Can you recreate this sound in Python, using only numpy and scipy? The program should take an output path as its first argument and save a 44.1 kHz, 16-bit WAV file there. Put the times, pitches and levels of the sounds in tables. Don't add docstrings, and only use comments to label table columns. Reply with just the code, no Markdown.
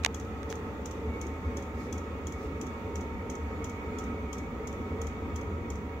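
import sys
import numpy as np
from scipy import signal
from scipy.fft import rfft, irfft
from scipy.io import wavfile
from scipy.ndimage import uniform_filter1d

SR = 44100
rng = np.random.default_rng(int(sys.argv[2]) if len(sys.argv) > 2 else 0)


def store_wav(level_fs):
    pcm = np.round(np.clip(np.atleast_2d(level_fs), -1, 1) * 32767)
    wavfile.write(sys.argv[1], SR, pcm.T.astype(np.int16))


def ratio(d):
    e = np.asarray(d, float) / 20
    return 10 ** e


N = 264600
CONTROL = 441


def evened(x):
    return x / np.sqrt(np.mean(x ** 2) + 1e-20)


def read(points, hz):
    f, value = np.transpose(points)
    return np.interp(np.log(hz + 1), np.log(f + 1), value)


def add(mix, s, sound):
    part = mix[:, round(s * SR):][:, :sound.shape[1]]
    part += sound[:, :part.shape[1]]


def coloured(points, shape):
    hz = np.fft.rfftfreq(shape[-1], 1 / SR)
    spectrum = rfft(rng.standard_normal(shape)) * ratio(read(points, hz))
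    return evened(irfft(spectrum, shape[-1]))


def drift(per_s, t):
    rates = np.geomspace(.2, per_s, num=24)
    return evened(sum(np.sin(2 * np.pi * (f * t + rng.random())) / np.sqrt(f) for f in rates))


def resonance(hz, centre, width, db):
    return ratio(db) ** 2 / (1 + (2 * (hz - centre) / width) ** 2) ** 2


def roar(patchy_db=1.0, swell_db=.5, ripple_db=2.0, direct=0.48):
    # frequency in Hz, level in dB.
    wash = [(15, -38), (35, -19.5), (75, -4), (140, -14), (300, -13), (500, -17), (620, -23), (1300, -23),
            (1650, -30), (2500, -33), (3600, -42), (5200, -51.5), (8800, -57), (16000, -55.5)]
    # frequency in Hz, width in Hz, height over the wash in dB.
    pipe = [(76.5, 22.4, 9.5), (240.3, 97, 9), (444.5, 79, 9.5), (750, 41, -2.5), (561, 32, 5),
            (1223, 60, 6.5), (1268, 33.4, 14), (1930, 350, 4.5), (2443, 350, 1), (3500, 420, 2),
            (6570, 1800, 9.5), (15300, 900, 8)]
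    # frequency in Hz, width in Hz, height over the wash in dB.
    duct = (2225, 57.4, 17.4)
    # frequency in Hz, left-right likeness from -1 to 1.
    likeness = [(60, 0.96), (130, 1), (290, 0.98), (640, 0.88), (1410, -0.011), (3100, -0.16),
                (6820, -0.0031), (15000, -0.39)]
    # frequency in Hz, left over right in dB.
    ear_lean = [(60, -0.5), (110, -1), (200, -0.5), (380, 0), (700, 1.5), (1290, -0.5), (2380, -4),
                (4400, 7), (8120, 1), (15000, 5.5)]
    size, hop = 4096, 1024
    frames = N // hop + 5
    hz = np.fft.rfftfreq(size, 1 / SR)[:, None]
    t = np.arange(frames) * hop / SR
    level_db = -36.5 + 0.2337 * t
    hiss_db = 1 - .5 * t

    hidden_db, open_db, faced_s, turn_s = -12, 0, 1.05, .05
    duct_db = hidden_db + (open_db - hidden_db) * (1 + np.tanh((t - faced_s) / turn_s)) / 2
    duct_db = duct_db + 0.5 * drift(9.9, t)
    modes = sum(resonance(hz, *mode) for mode in pipe)
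    lift = np.sqrt(1 + modes + resonance(hz, duct[0], duct[1], duct[2] + duct_db))

    a, b, c, d, patches = rng.standard_normal((frames, len(hz), 5)).T
    patches = uniform_filter1d(patches, size=30, axis=0)
    patches = evened(uniform_filter1d(patches, size=4, axis=1))
    airy = 1 / (1 + (3000 / (hz + 1)) ** 2)

    walls = rng.standard_normal((3, len(hz), 1))
    for _ in range(2):
        walls = uniform_filter1d(walls, size=5, axis=1)
    walls = evened(walls)
    left = a + 1j * b
    echoed = np.clip(direct, 0, 1) * np.sqrt(1 - 1 / lift ** 2 / 2)
    apart = echoed * np.exp(2j * walls[2]) * left + np.sqrt(1 - echoed ** 2) * (c + 1j * d)
    same = np.clip(read(likeness, hz), -1, 1)
    z = np.array([left, same * left + np.sqrt(1 - same ** 2) * apart])

    ear_db = read(ear_lean, hz) / 2 * np.array([1, -1])[:, None, None]
    ear_db = ear_db + ripple_db * walls[:2] * (hz > 480)
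    z *= lift * ratio(read(wash, hz) + ear_db + airy * hiss_db + patchy_db * patches + swell_db * drift(3, t))
    flow = signal.istft(z, nperseg=size, noverlap=size - hop)[1][:, :N]
    return evened(flow) * ratio(np.interp(np.arange(N) / SR, t, level_db))


def blower(waver_db=2.0, wobble_hz=1.1):
    # time in seconds, level in dB.
    blade_level = [
        (0, -54.5),
        (.33, -61),
        (.5, -54.5),
        (1.3, -55),
        (2.2, -58.5),
        (3, -55),
        (4, -56.5),
        (4.5, -55.5),
        (6, -55.5),
    ]
    # order, level against the blade tone in dB at left, the same at right.
    shaft = [(9, -1.5, -1.5), (15, -7, -17), (17, -15, -12), (20, -3, -23.5), (21.336, 0, 1),
             (22.43, -23.5, -7), (23, -33, -37), (25, -13, -8), (30, -25, -14), (43, -28, -30),
             (294, -31, -36), (336, -36, -44), (350, -46, -44)]
    blades, blade_hz, climb_hz_per_s = 21, 890, 9.15
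    t = np.arange(N) / SR
    slow = t[::CONTROL]
    level_db = np.interp(slow, *np.transpose(blade_level))
    lean_start_db, lean_end_db, lean_s = 0, -7.5, 1
    lean_db = lean_end_db + (lean_start_db - lean_end_db) * np.exp(-slow / lean_s)
    hz = blade_hz + climb_hz_per_s * t + wobble_hz * np.interp(t, slow, drift(2.036, slow))
    turns = np.cumsum(hz) / blades / SR
    out = np.zeros((2, N))
    for order, *under_db in shaft:
        tone = np.sqrt(2) * np.sin(2 * np.pi * (np.round(order) * turns + rng.random()))
        for ear in range(2):
            db = level_db + (.5 - ear) * lean_db + under_db[ear] + waver_db * drift(5, slow)
            out[ear] += tone * np.interp(t, slow, ratio(db))
    return out


def blows():
    # stroke peak in dB, return peak in dB.
    strokes = [(-30, -37), (-33, -38), (-31.5, -36.5), (-31, -40), (-32, -41), (-30.5, -37.5), (-32, -37),
               (-32, -39.5), (-32, -38.5), (-31.5, -38.5), (-30.5, -38.5), (-30.5, -41), (-30.5, -37),
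               (-32.5, -41.5), (-32.5, -36), (-33, -43), (-33.5, -42.5)]
    first_s, slow_s, fast_s, slow_strokes, return_s = .1443, .3563, .3433, 5, .0534
    k = np.arange(len(strokes))
    s = first_s + slow_s * np.minimum(k, slow_strokes) + fast_s * np.maximum(k - slow_strokes, 0)
    thud_db = -8.5 + 3 * rng.uniform(-1, 1, (len(k), 2))
    for at, (stroke_db, return_db), thud in zip(s, strokes, thud_db):
        yield at, stroke_db, 3, thud[0]
        yield at + return_s, return_db, 0.5, thud[1]


def pump(blow_s=0.0031, ring_s=0.012, ring_db=-12, late_s=0.064, late_db=-22, crest_db=-4, strike_db=-4.5,
         alike=.4, lead_s=.004, scrape_s=.0018):
    # frequency in Hz, level in dB.
    blow_colour = [(1500, -30), (2900, -20), (3250, -8), (3700, -18), (5000, -10.5), (5900, 3.5),
                   (6900, 5.5), (8000, -12), (11000, -16), (15700, -20)]
    # frequency in Hz, level in dB.
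    ring_colour = [(2500, -12), (3300, -10.5), (4600, -15.5), (5500, -7.5), (6000, 0), (7000, -4.5),
                   (7800, -11), (9000, -23), (15500, -20.5)]
    thud_hz, thud_s = 3290, 0.0057
    t = np.arange(8192) / SR
    out = np.zeros((2, N))
    onset = np.clip(t / lead_s, 0, 1) ** 2
    blow_shape = ratio(strike_db) * np.exp(-abs(t - lead_s) / np.where(t < lead_s, scrape_s, blow_s))
    ring_shape = (ratio(ring_db) * np.exp(-t / ring_s) + ratio(late_db) * np.exp(-t / late_s)) * onset

    def rattle():
        blow = coloured(blow_colour, (2, len(t))) * blow_shape
        return blow + coloured(ring_colour, (2, len(t))) * ring_shape

    usual = rattle()
    alike = np.clip(alike, 0, 1)
    for s, peak_db, lean_db, thud_db in blows():
        tick = alike * usual + np.sqrt(1 - alike ** 2) * rattle()
        turn = thud_hz * rng.uniform(0.97, 1.02) * t + rng.random((2, 1))
        tick += ratio(thud_db) * np.sin(2 * np.pi * turn) * np.exp(-t / thud_s) * onset
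        ear_db = lean_db * np.array([[.5], [-.5]])
        add(out, s - lead_s / 2, tick * ratio(peak_db + crest_db + ear_db))
    return out


def fingers(buzz_db=-37, buzz_s=.007):
    # start in seconds, peak in dB at left, peak in dB at right,
    # case knock in Hz, length in ms.
    clicks = [(.0348, -50, -30, 2500, 1.5), (.0378, -50, -30, 2500, 2), (.045, -42, -30, 3500, 2),
              (.0485, -17, -.8, 2500, .55), (.0515, -22, -28, 1500, 1.5), (.0605, -36, -17, 2700, 1.1),
              (.0621, -7, -20, 2400, .6), (.0631, -14, -20, 1000, 1.0), (.2128, -42, -44, 2500, .8),
              (.249, -56, -49, 4500, 2.5), (.4315, -34, -30, 2000, .5), (.4925, -39, -37, 900, 1.5),
              (.5145, -47, -40, 3500, 3), (.5264, -30, -20, 1600, .5)]
    # centre in seconds, level in dB, length in seconds.
    rustles = [
        (0.511, -52, 0.016),
        (1.826, -60, 0.063),
        (2.434, -61.5, 0.056),
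    ]
    # frequency in Hz, level in dB.
    cloth = [(1500, -14), (4000, 0), (6500, 3), (9000, -12), (15500, -11)]
    case_share = .6
    lead = 128
    t = np.maximum(np.arange(-lead, 1920) / SR, 0)
    out = np.zeros((2, N))
    band_hz = np.fft.rfftfreq(len(t), 1 / SR)
    for s, left_db, right_db, hz, ms in clicks:
        port_db = -8 + 9 * np.log2(hz / 2300)
        colour = [(150, -30), (hz / 2, -5), (hz, 0), (5000, port_db - 2.5), (6500, port_db),
                  (8500, port_db - 12.5), (12500, port_db - 22), (16000, port_db - 28)]
        u = t * 2500 / ms
        envelope = u * np.exp(1 - u) + (t > 0) * ratio(buzz_db) * np.exp(-t / buzz_s)
        near, far = rng.standard_normal((2, len(t)))
        pair = np.array([near, case_share * near + np.sqrt(1 - case_share ** 2) * far])
        burst = rfft(pair * envelope)
        even = burst / np.sqrt(uniform_filter1d(abs(burst) ** 2, size=70, axis=1) + 1e-12)
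        snap = irfft(even * ratio(read(colour, band_hz)), len(t))
        snap = snap / abs(snap).max(1, keepdims=True)
        add(out, s - lead / SR, snap * ratio(np.array([[left_db], [right_db]])))
    t = np.arange(-4096, 4096) / SR
    for s, db, length in rustles:
        add(out, s + t[0], ratio(db) * np.exp(-(t / length) ** 2) * coloured(cloth, (2, len(t))))
    return out


def controller():
    # frequency in Hz, level in dB at left, level in dB at right, start in seconds.
    whistles = [
        (15138, -90, -96, 4.3),
        (15633, -86, -96, 2),
        (15420, -94, -96, 5),
    ]
    t = np.arange(N) / SR
    slow = t[::CONTROL]
    out = np.zeros((2, N))
    for hz, left_db, right_db, s in whistles:
        flutter = np.interp(t, slow, ratio(3.0 * drift(7.4, slow)))
        tone = np.sin(2 * np.pi * hz * t) * np.clip((t - s) / .2, 0, 1) * flutter
        out += tone * ratio(np.array([[left_db], [right_db]]))
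    return out


def scene():
    return roar() + blower() + pump() + fingers() + controller()


def top_cut(x):
    return signal.sosfilt(signal.butter(12, 16760, fs=SR, output="sos"), x)


def record(dry):
    edge = signal.firwin(767, 15700, window=("kaiser", 8), fs=SR)[None]
    mix = signal.oaconvolve(dry, edge, "same")
    return top_cut(mix)


dry = scene()
out = record(dry)
store_wav(out)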